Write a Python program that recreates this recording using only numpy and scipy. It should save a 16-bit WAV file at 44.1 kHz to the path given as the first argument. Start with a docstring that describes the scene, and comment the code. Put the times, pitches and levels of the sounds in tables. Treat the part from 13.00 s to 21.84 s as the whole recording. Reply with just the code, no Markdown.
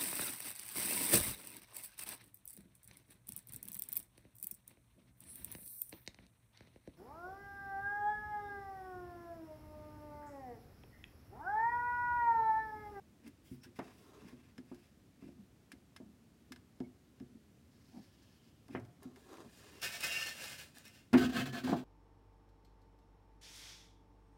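"""Hook and lid on a microwave kiln

Close up in a quiet workshop, a steel hook picks and drags at hot glass in a small ceramic kiln that
stands in an open microwave oven. Every push thumps the oven's hollow metal box; a leather glove rubs
as it steadies the kiln and lets go. The gritty ceramic lid is then dragged off its tile, set on the
kiln with a clunk and ground into place."""
import sys
import numpy as np
from scipy import signal
from scipy.fft import rfft, irfft, next_fast_len
from scipy.io import wavfile

SR = 44100
rng = np.random.default_rng(int(sys.argv[2]) if len(sys.argv) > 2 else 0)


def store_pcm(level_fs):
    """Save levels as 16-bit WAV."""
    pcm = np.round(np.clip(level_fs, -1, 1) * 32767).astype(np.int16)
    wavfile.write(sys.argv[1], SR, np.atleast_2d(pcm).T)


N = 389844
T = np.arange(N) / SR
RING_T = T[:SR // 2]  # time axis of one blow


def undb(db):
    """Decibels to gain."""
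    return 10 ** (np.asarray(db) / 20)


def unit(x):
    """Scale to rms 1."""
    return x / np.sqrt(np.mean(x ** 2))


def add(out, s, sound):
    """Mix a sound in at time s."""
    i = int(s * SR)
    out[i:i + len(sound)] += sound[:N - i]


def colour(x, points):
    """Filter by a spectrum of (f/Hz, level/dB) points."""
    hz, db = np.transpose(points)
    size = next_fast_len(len(x))
    f = np.maximum(np.fft.rfftfreq(size, 1 / SR), 1)
    gain = undb(np.interp(np.log(f), np.log(hz), db))
    return irfft(rfft(x, size) * gain, size)[:len(x)]


def tilt(points, db_per_octave):
    """A spectrum tipped about the middle of the treble."""
    return [(hz, db + db_per_octave * np.log2(hz / 3000)) for hz, db in points]


def cut(x, hz, kind, order):
    """Low-pass or high-pass."""
    return signal.sosfilt(signal.butter(order, min(hz, SR / 4), kind, fs=SR, output="sos"), x)


def fade(t60):
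    """Exponential decay, 60 dB in t60 seconds."""
    return np.exp(-np.log(1000) * RING_T / t60)


def ring(modes):
    """Free ringing of (f/Hz, level/dB, t60/s) modes after a blow."""
    return sum(undb(db) * fade(t60) * np.cos(2 * np.pi * hz * RING_T) for hz, db, t60 in modes)


def resonate(x, hz, width_hz):
    """One resonance; white noise comes out at its own level."""
    radius = np.exp(-np.pi * width_hz / SR)
    turn = radius * np.cos(2 * np.pi * hz / SR)
    rung = signal.lfilter([1, -turn], [1, -2 * turn, radius ** 2], x + 1e-18)
    return np.sqrt(2 * (1 - radius ** 2)) * rung


def cavity(x, t60, wet_db):
    """Dense reflections between the oven's steel walls."""
    echo = rng.standard_normal(len(RING_T)) * fade(t60)
    echo *= undb(wet_db) / np.sqrt(np.sum(echo ** 2))
    echo[0] += 1  # direct sound
    return signal.fftconvolve(x, echo)[:N] / np.sqrt(np.sum(echo ** 2))


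def wander(per_s):
    """Random drift that takes a new value so many times a second."""
    return np.interp(T * per_s, np.arange(2000), rng.standard_normal(2000))


def grit(spread_db, judder_hz, judder_db):
    """Dense micro-slips of uneven size; the contact catches and frees at random."""
    slips = rng.standard_normal(N) * undb(spread_db * rng.standard_normal(N))
    return unit(slips * undb(judder_db * wander(judder_hz)))


def strokes(rows, release_db_per_s, level_column=3):
    """Gain of friction strokes that press in, hold, then let go at a rate set by the material."""
    power = np.zeros(N)
    t = T[:2 * SR]
    for row in rows:
        start, attack, hold = row[:3]
        released_db = release_db_per_s * np.maximum(t - attack - hold, 0)
        gain = np.minimum(t / attack, 1) * undb(row[level_column] - released_db)
        add(power, start, gain ** 2)
    return np.sqrt(power)


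def ring_share(rows):
    """How strongly the lid rings, passing smoothly from one stroke to the next."""
    start, attack, hold, _, ring_db = np.transpose(rows)[:5]
    return undb(np.interp(T, start + attack + hold / 2, ring_db))


def scrape(slips, force, spectrum, resonances, ringing, t60, wet_db, wander_db):
    """Slips hiss into the oven and ring the scraped part; the shifting contact favours modes in turn."""
    force = force / np.sqrt(1 + ringing ** 2)  # hiss and ringing share the power
    drive = slips * force * ringing
    weights = np.array([undb(db) * np.sqrt(width) for _, width, db in resonances])
    rung = np.zeros(N)
    for weight, (hz, width, _) in zip(weights / np.linalg.norm(weights), resonances):
        contact = unit(undb(wander_db * wander(per_s=16)))
        rung += weight * resonate(drive * contact, hz, width)
    hiss = unit(colour(slips, spectrum)) * force
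    return cavity(hiss, t60, wet_db) + rung


def breakaway(slips, rows, spectrum, gain_db, tilt_db, snap_s=0.012):
    """As a stroke breaks loose it crunches brightly; the more sudden its start, the stronger."""
    snaps = [(start, attack, 0, db + gain_db - 20 * np.log10(1 + attack / snap_s))
             for start, attack, _, db, *_ in rows]
    return unit(colour(slips, tilt(spectrum, tilt_db))) * strokes(snaps, release_db_per_s=250)


def room_tone(level_db=-64):
    """Low murmur of a quiet workshop under an even hiss."""
    # workshop air: f/Hz, level/dB
    spectrum = [(25, -0.5), (40, -4.5), (62, -0.5), (100, 1), (150, -2.5), (240, -1), (330, -6.5),
                (500, -15), (900, -22), (2000, -25), (5000, -29.5), (9000, -32.5), (16000, -37)]
    return unit(colour(rng.standard_normal(N), spectrum)) * undb(level_db)


def glove():
    """Leather gives a soft, low rub on the kiln and the oven wall."""
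    # rubs: t/s, attack/s, hold/s, level/dB
    rubs = [(.79, 0.027, 0.083, -64), (.95, .12, 0.025, -63), (1.11, 0.026, .015, -58),
            (1.18, 0.016, 0.1, -67), (6.0, 0.037, 0.0045, -59), (6.08, 0.037, 0.19, -71.5),
            (6.24, 0.073, 0.1, -56.5), (6.55, 0.097, .14, -64)]
    # leather friction: f/Hz, level/dB
    leather = [(100, -22), (300, 4), (600, 0.5), (950, -3.5), (1400, -7.5), (2200, -18), (5000, -20.5),
               (16000, -33)]
    slips = grit(spread_db=11.5, judder_hz=69.4, judder_db=-0.5)
    rub = unit(colour(slips, leather)) * strokes(rubs, release_db_per_s=190)
    return cavity(rub, t60=0.07, wet_db=-1)


def stick_slip(groan_q=2.94):
    """Each catch of hook or lid swells one narrow, rough resonance and lets it die away."""
    # the oven box groans: middle t/s, f/Hz, level/dB, length/s
    groans = [(0.276, 264, -51.5, 0.041), (1.252, 241, -53, 0.048), (2.261, 260, -50.5, 0.032),
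              (2.401, 207, -55.5, .065), (3.077, 200, -61, 0.12), (4.355, 243, -55, 0.04),
              (4.979, 242, -49.5, 0.046), (5.723, 267, -50, 0.038), (5.81, 120, -53, 0.12),
              (8.39, 203, -40.5, 0.055)]
    # hook or lid locks on and squeaks or hums: middle t/s, f/Hz, width/Hz, level/dB, length/s
    squeaks = [(0.482, 3220, 410, -75, .033), (0.638, 5430, 450, -65, .021),
               (.652, 1640, 250, -65.5, 0.025), (3.849, 2190, 150, -71.5, .025),
               (4.97, 740, 250, -63.5, 0.043), (5.299, 3080, 750, -80, 0.44), (6.96, 687, 22, -56.5, 0.021),
               (6.956, 2260, 23, -53, .047), (7.046, 2536, 11, -39, 0.021), (7.168, 2765, 73, -41, 0.086),
               (7.175, 1790, 25, -49.5, .05), (7.28, 1777, 16, -47.5, 0.021),
               (8.228, 1516, 4.1, -43, 0.051), (8.48, 129.5, 6.3, -44.5, .1), (8.557, 1723, 8, -52, 0.053)]
    catches = [(s, hz, hz / groan_q, db, length) for s, hz, db, length in groans] + squeaks
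    out = np.zeros(N)
    t = T[:SR] - .5
    f = np.fft.rfftfreq(SR, 1 / SR)
    for s, hz, width_hz, db, length in catches:
        peak = 1 / (1 + (2 * (f - hz) / width_hz) ** 2)
        swell = np.exp(-2 * (t / length) ** 2)
        tone = irfft(rfft(rng.standard_normal(SR)) * peak, SR) * swell
        tone *= undb(db) * np.linalg.norm(swell) / np.linalg.norm(tone)
        start = int((s - .5) * SR)
        add(out, max(start, 0) / SR, tone[max(-start, 0):])
    return out


def hook_drags(release_db_per_s=360, sing_db=-11):
    """The hook scratches and sings, then squeaks thinly through the stiff glass."""
    # scratches at the glass: t/s, attack/s, hold/s, level/dB, tilt/(dB per octave)
    scratches = [(0.231, 0.033, .004, -66, -2), (0.428, 0.044, 0.059, -66.5, 4.5),
                 (0.63, .005, 0.02, -65.5, -0.5), (0.751, 0.025, 0.0054, -63, 0),
                 (0.803, 0.045, 0.062, -67, -1.5), (0.916, 0.036, 0.14, -71.5, 2),
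                 (1.143, 0.11, 0.064, -67.5, -2), (1.334, 0.034, 0.13, -73.5, -3),
                 (1.638, 0.075, .16, -74, -1), (2.19, 0.032, 0.063, -72, -2.5),
                 (5.701, 0.012, 0.034, -64, -2.5)]
    # slow pulls through the glass: t/s, attack/s, hold/s, level/dB
    pulls = [(4.65, 0.33, .03, -72.5), (5.08, 0.12, 0.27, -81.5)]
    # friction of steel on glass: f/Hz, level/dB
    friction = [(600, -4), (1500, 0), (2200, 2.5), (4000, -6), (5300, -1), (6500, -9.5), (10000, -8),
                (14000, -15), (16000, -9.5)]
    # resonances of the dragged hook: f/Hz, width/Hz, level/dB
    modes = [(2170, 100, 2), (3050, 460, -6), (4400, 800, 5), (5150, 420, 5)]
    slips = grit(spread_db=5.5, judder_hz=59.1, judder_db=3)
    scratch = sum(unit(colour(slips, tilt(friction, row[4]))) * strokes([row], release_db_per_s)
                  for row in scratches)
    sing = undb(sing_db) * resonate(slips * strokes(scratches, release_db_per_s), hz=2160, width_hz=110)
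    force = strokes(pulls, release_db_per_s=37)
    pull = scrape(slips, force, friction, modes, ringing=1, t60=.06, wet_db=4, wander_db=-1.5)
    return cavity(scratch, t60=0.07, wet_db=-1) + sing + pull


def ticks(crack_db=-1, tail_db=-24, ring_db=-8.5, ring_growth=0.24, scatter_db=1):
    """A bright crack with a brief, varying ring of hook and glass; only the firm ticks ring much."""
    # ticks of steel, glass and grit: t/s, level/dB, tilt/(dB per octave)
    hits = [(.277, -58.5, 6), (0.635, -61, 7), (0.791, -51.5, -3), (0.88, -61, -10), (1.580, -53, -3.5),
            (1.745, -63, 2), (2.718, -49.5, 0), (2.963, -50, -1.5), (3.521, -47.5, -0.5),
            (3.561, -56, -3.5), (3.803, -58.5, -4.5), (4.2, -60, -6.5), (5.682, -63, 0), (5.798, -63, -1),
            (5.850, -64.5, -0.5), (6.030, -58, 8), (6.16, -59.5, -1), (6.37, -60, -1), (7.77, -55, -14),
            (7.854, -57, -13), (8.132, -42, -0.5)]
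    # modes of the hook on glass: f/Hz, level/dB, t60/s
    modes = [(712, -10, .12), (830, -12, .08), (1230, -12, .08), (1640, 3, .07), (1718, 3, .07),
             (2090, 0, .09), (2840, -6, .05), (5080, 0, .045), (5240, 1, .045)]
    # the crack: f/Hz, level/dB
    spectrum = [(300, -11), (900, 2.5), (1600, 9.5), (3500, 5.5), (5300, 3.5), (7000, -1.5), (9500, 0.5),
                (16000, -11)]
    out = np.zeros(N)
    firmest_db = max(db for _, db, _ in hits)
    decay = fade(t60=0.04) + undb(tail_db) * fade(t60=0.31)
    for s, db, tilt_db in hits:
        hook = ring([(hz, level + scatter_db * rng.standard_normal(), t60) for hz, level, t60 in modes])
        hook *= undb(ring_db + ring_growth * (db - firmest_db))
        crack = unit(colour(rng.standard_normal(len(RING_T)), tilt(spectrum, tilt_db))) * decay
        add(out, s, undb(db) * (undb(crack_db) * crack + hook))
    return out


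def blow(thump_db, clack_db, push_s, spot_hz, build_s=0.0023, contact_s=0.0007):
    """A push thumps the box; hard contact adds a short ceramic clack that echoes inside the oven."""
    # modes of the oven box under the kiln: f/Hz, level/dB, t60/s
    box_modes = [(76, -27, 0.69), (104.8, -33.5, 1), (133.6, -12, 0.4), (184.2, -16.5, 0.19),
                 (205, -2.5, 0.068), (220.6, -6.5, 0.2), (250.1, -0.5, 0.26), (261, 0.5, 0.19),
                 (351.6, -1.5, 0.25), (414.5, -15, 0.33), (711, -21.5, 0.97)]
    # ceramic clack: f/Hz, level/dB
    spectrum = [(40, -36), (80, -16), (200, 7), (350, 6), (500, -5.5), (680, 1.5), (850, -2.5), (1100, -4),
                (1600, -5), (2500, -3.5), (5000, -15), (16000, 10)]

    def favour(hz, boost_db=4, octaves=0.28):
        """The point of contact lifts the pitches near spot_hz."""
        return boost_db * np.exp(-(np.log2(hz / spot_hz) / octaves) ** 2)

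    box = ring([(hz, db + favour(hz), t60) for hz, db, t60 in box_modes])
    box *= 1 - np.exp(-RING_T / build_s)  # the panels take a cycle or so to get moving
    push = RING_T * np.exp(-2 * np.pi * RING_T / push_s)  # a longer push is duller
    thump = signal.fftconvolve(box, push / push.sum())[:len(RING_T)]
    clack = colour(rng.standard_normal(len(RING_T)), [(hz, db + favour(hz)) for hz, db in spectrum])
    clack = unit(cut(clack, 1.98 / push_s, "low", order=4))  # a short push is bright
    clack *= 1 - np.exp(-RING_T / contact_s)
    tail = cut(clack, 700, "low", order=1) * fade(t60=0.61) * undb(-16)  # the lows stay longest
    return undb(thump_db) * thump + undb(clack_db - 5) * (clack * fade(t60=0.12) + tail)


def knocks(rock_s=.016, rock_db=-15, rock_clack_db=-9, rock_softer=1.36):
    """Each push tips the kiln, which rocks back once: weaker, with a longer contact and less clack."""
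    # pushes on the kiln: t/s, thump level/dB, clack level/dB, push length/s, favoured f/Hz
    pushes = [(0.513, -33.5, -73, 0.0068, 156), (0.66, -53.5, -61, 0.0026, 336),
              (.789, -46, -33.5, .001, 786), (1.325, -45.5, -45, 0.0041, 217),
              (1.584, -46.5, -53, 0.0033, 244), (1.714, -47.5, -46, 0.0017, 360),
              (2.224, -50.5, -54, 0.0017, 208), (2.283, -47.5, -46.5, 0.0036, 188),
              (2.734, -61.5, -53.5, 0.0027, 212), (3.0012, -52.5, -47, .0024, 192),
              (3.508, -49.5, -62, 0.003, 239), (3.803, -39.5, -40, 0.0024, 250),
              (4.204, -42.5, -45.5, 0.0037, 214), (5.687, -62, -55, 0.0016, 900),
              (5.749, -41, -31, 0.00095, 486), (6.054, -46, -76, 0.0022, 260),
              (6.161, -70, -56.5, 0.0011, 605), (6.445, -57, -50.5, 0.0025, 650),
              (8.644, -44, -55, 0.0033, 250), (8.675, -57, -32, 0.0021, 850),
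              (8.69, -36.5, -33, 0.0016, 260), (8.718, -41, -30, 0.0014, 250),
              (8.727, -34.5, -22, 0.0019, 650)]
    out = np.zeros(N)
    for s, thump_db, clack_db, push_s, spot_hz in pushes:
        add(out, s, blow(thump_db, clack_db, push_s, spot_hz))
        rock = blow(thump_db, clack_db + rock_clack_db, push_s * rock_softer, spot_hz)
        add(out, s + rock_s, undb(rock_db) * rock)
    return out


def lid_lifted():
    """Gloves first brush the gritty face of the lid as they feel for it; then the porous lid is gripped and
    rasps off its tile into the oven."""
    # slides (the faint first ones are gloves brushing the lid before it is gripped): t/s, attack/s, hold/s,
    # level/dB, ringing over hiss/dB
    slides = [(6.135, 0.049, 0.36, -71, -28), (6.474, 0.094, 0.29, -64, -3), (6.811, 0.029, 0.003, -38, 4),
              (6.915, 0.014, 0.029, -47, 2), (6.994, 0.013, .005, -46.5, -6),
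              (7.02, 0.02, 0.0045, -38.5, 0.5), (7.057, 0.072, 0.1, -42, 9.5),
              (7.245, 0.023, 0.021, -45.5, 5), (7.31, 0.13, .015, -46.5, -5.5),
              (7.485, 0.017, 0.032, -51.5, -4.5), (7.569, 0.018, 0.027, -52.5, -2),
              (7.739, 0.02, 0.028, -61, -23), (7.832, 0.02, 0.019, -61, 4), (7.92, 0.025, 0.03, -64.5, 0)]
    # friction of lid on tile: f/Hz, level/dB
    friction = [(200, 3), (400, -3.5), (700, 4.5), (1100, -4.5), (1600, 4.5), (2600, -1.5), (3800, 2.5),
                (4600, 3.5), (5300, -2.5), (6300, -4), (9000, -3), (11500, -9.5), (16000, -11)]
    # resonances of the sliding lid: f/Hz, width/Hz, level/dB
    modes = [(700, 30, -14), (1350, 45, -11), (1535, 23, -9), (1797, 22, 0), (2073, 22, -6), (2127, 20, -5),
             (2254, 30, -6), (2525, 24, 1), (2597, 20, -5), (2746, 26, -.5), (2784, 20, -.5),
             (2960, 50, -8), (3238, 18, -4), (3441, 20, -4), (3760, 45, -8), (4300, 40, -9),
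             (5100, 250, -11), (5450, 150, -12)]
    slips = grit(spread_db=5, judder_hz=156.4, judder_db=-0.5)
    force = strokes(slides, release_db_per_s=175)
    rasp = scrape(slips, force, friction, modes, ring_share(slides), t60=0.047, wet_db=-1.5, wander_db=3)
    grains = grit(spread_db=13, judder_hz=160, judder_db=4)
    return rasp + breakaway(grains, slides, friction, gain_db=4.5, tilt_db=6)


def lid_landing(rim_s=8.129, flat_s=8.1378, bounce_s=.01175, bounce_db=-7, bounce_softer=1.5):
    """The rim touches, then the lid drops flat and chatters, each bounce weaker and softer."""
    push_s, spot_hz = 0.00078, 279
    out = np.zeros(N)
    add(out, rim_s, blow(thump_db=-32.5, clack_db=-30.5, push_s=push_s, spot_hz=spot_hz))
    for k in range(3):
        clunk = blow(thump_db=-21.5, clack_db=-20, push_s=push_s * bounce_softer ** k, spot_hz=spot_hz)
        add(out, flat_s + k * bounce_s, undb(k * bounce_db) * clunk)
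    return out


def lid_seated():
    """The lid is twisted to and fro on the kiln, rasping and shaking the box beneath."""
    # twists: t/s, attack/s, hold/s, grit level/dB, ringing over hiss/dB, rumble level/dB
    twists = [(8.128, 0.0049, .008, -47, -13, -37), (8.167, 0.01, 0.07, -41.5, 1, -33),
              (8.287, 0.009, .005, -49.5, -1, -46), (8.31, 0.061, 0.033, -40, 5, -37.5),
              (8.453, 0.006, 0.011, -48, 2, -44), (8.523, 0.0095, 0.05, -49, -4, -44.5),
              (8.633, 0.0096, 0.067, -47, -4, -41), (8.757, 0.0063, 0.024, -56, -7, -63)]
    # friction of lid on kiln: f/Hz, level/dB
    friction = [(300, -22), (600, 7), (1000, 1.5), (1800, 3.5), (3000, -0.5), (4200, -1.5), (5400, -3),
                (7000, -9.5), (9000, -12.5), (12000, -17.5), (16000, -14)]
    # resonances of the seated lid: f/Hz, width/Hz, level/dB
    modes = [(500, 15, -9), (698, 16, 0), (742, 20, -6), (1285, 40, -6), (1539, 12, 3), (1600, 45, -5),
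             (1720, 16, 1), (1850, 27, -9), (2070, 40, -8), (2266, 20, -6), (2586, 22, -4), (2810, 30, -6),
             (3074, 35, -4), (3380, 30, -10)]
    # the shaken oven box: f/Hz, level/dB
    box_spectrum = [(40, -16), (80, -8), (112, -6), (133, 2), (152, -12), (182, -3), (215, -0.5), (252, 13),
                    (300, -5), (360, -2), (420, -9), (500, -26), (900, -48)]
    slips = grit(spread_db=4.5, judder_hz=113.3, judder_db=2.2)
    force = strokes(twists, release_db_per_s=335)
    rasp = scrape(slips, force, friction, modes, ring_share(twists), t60=0.08, wet_db=4.5, wander_db=2.5)
    grains = grit(spread_db=4, judder_hz=158, judder_db=3)
    crunch = breakaway(grains, twists, friction, gain_db=-4, tilt_db=2)
    shake = strokes(twists, release_db_per_s=120, level_column=5)
    rumble = unit(colour(rng.standard_normal(N), box_spectrum)) * shake
    return rasp + crunch + rumble


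def scene():
    """All sources in mono, at one microphone close to the open oven."""
    handling = knocks() + ticks() + stick_slip() + hook_drags() + glove()
    lid = lid_lifted() + lid_landing() + lid_seated()
    return (room_tone() + handling + lid)[None]


def record(dry, bass_hz=54, top_hz=15900):
    """The small microphone loses the deep bass and the recorder cuts the top."""
    thin = cut(dry, bass_hz, "high", order=4)
    return signal.sosfilt(signal.ellip(10, .2, 70, top_hz, fs=SR, output="sos"), thin)


dry = scene()
out = record(dry)
store_pcm(out)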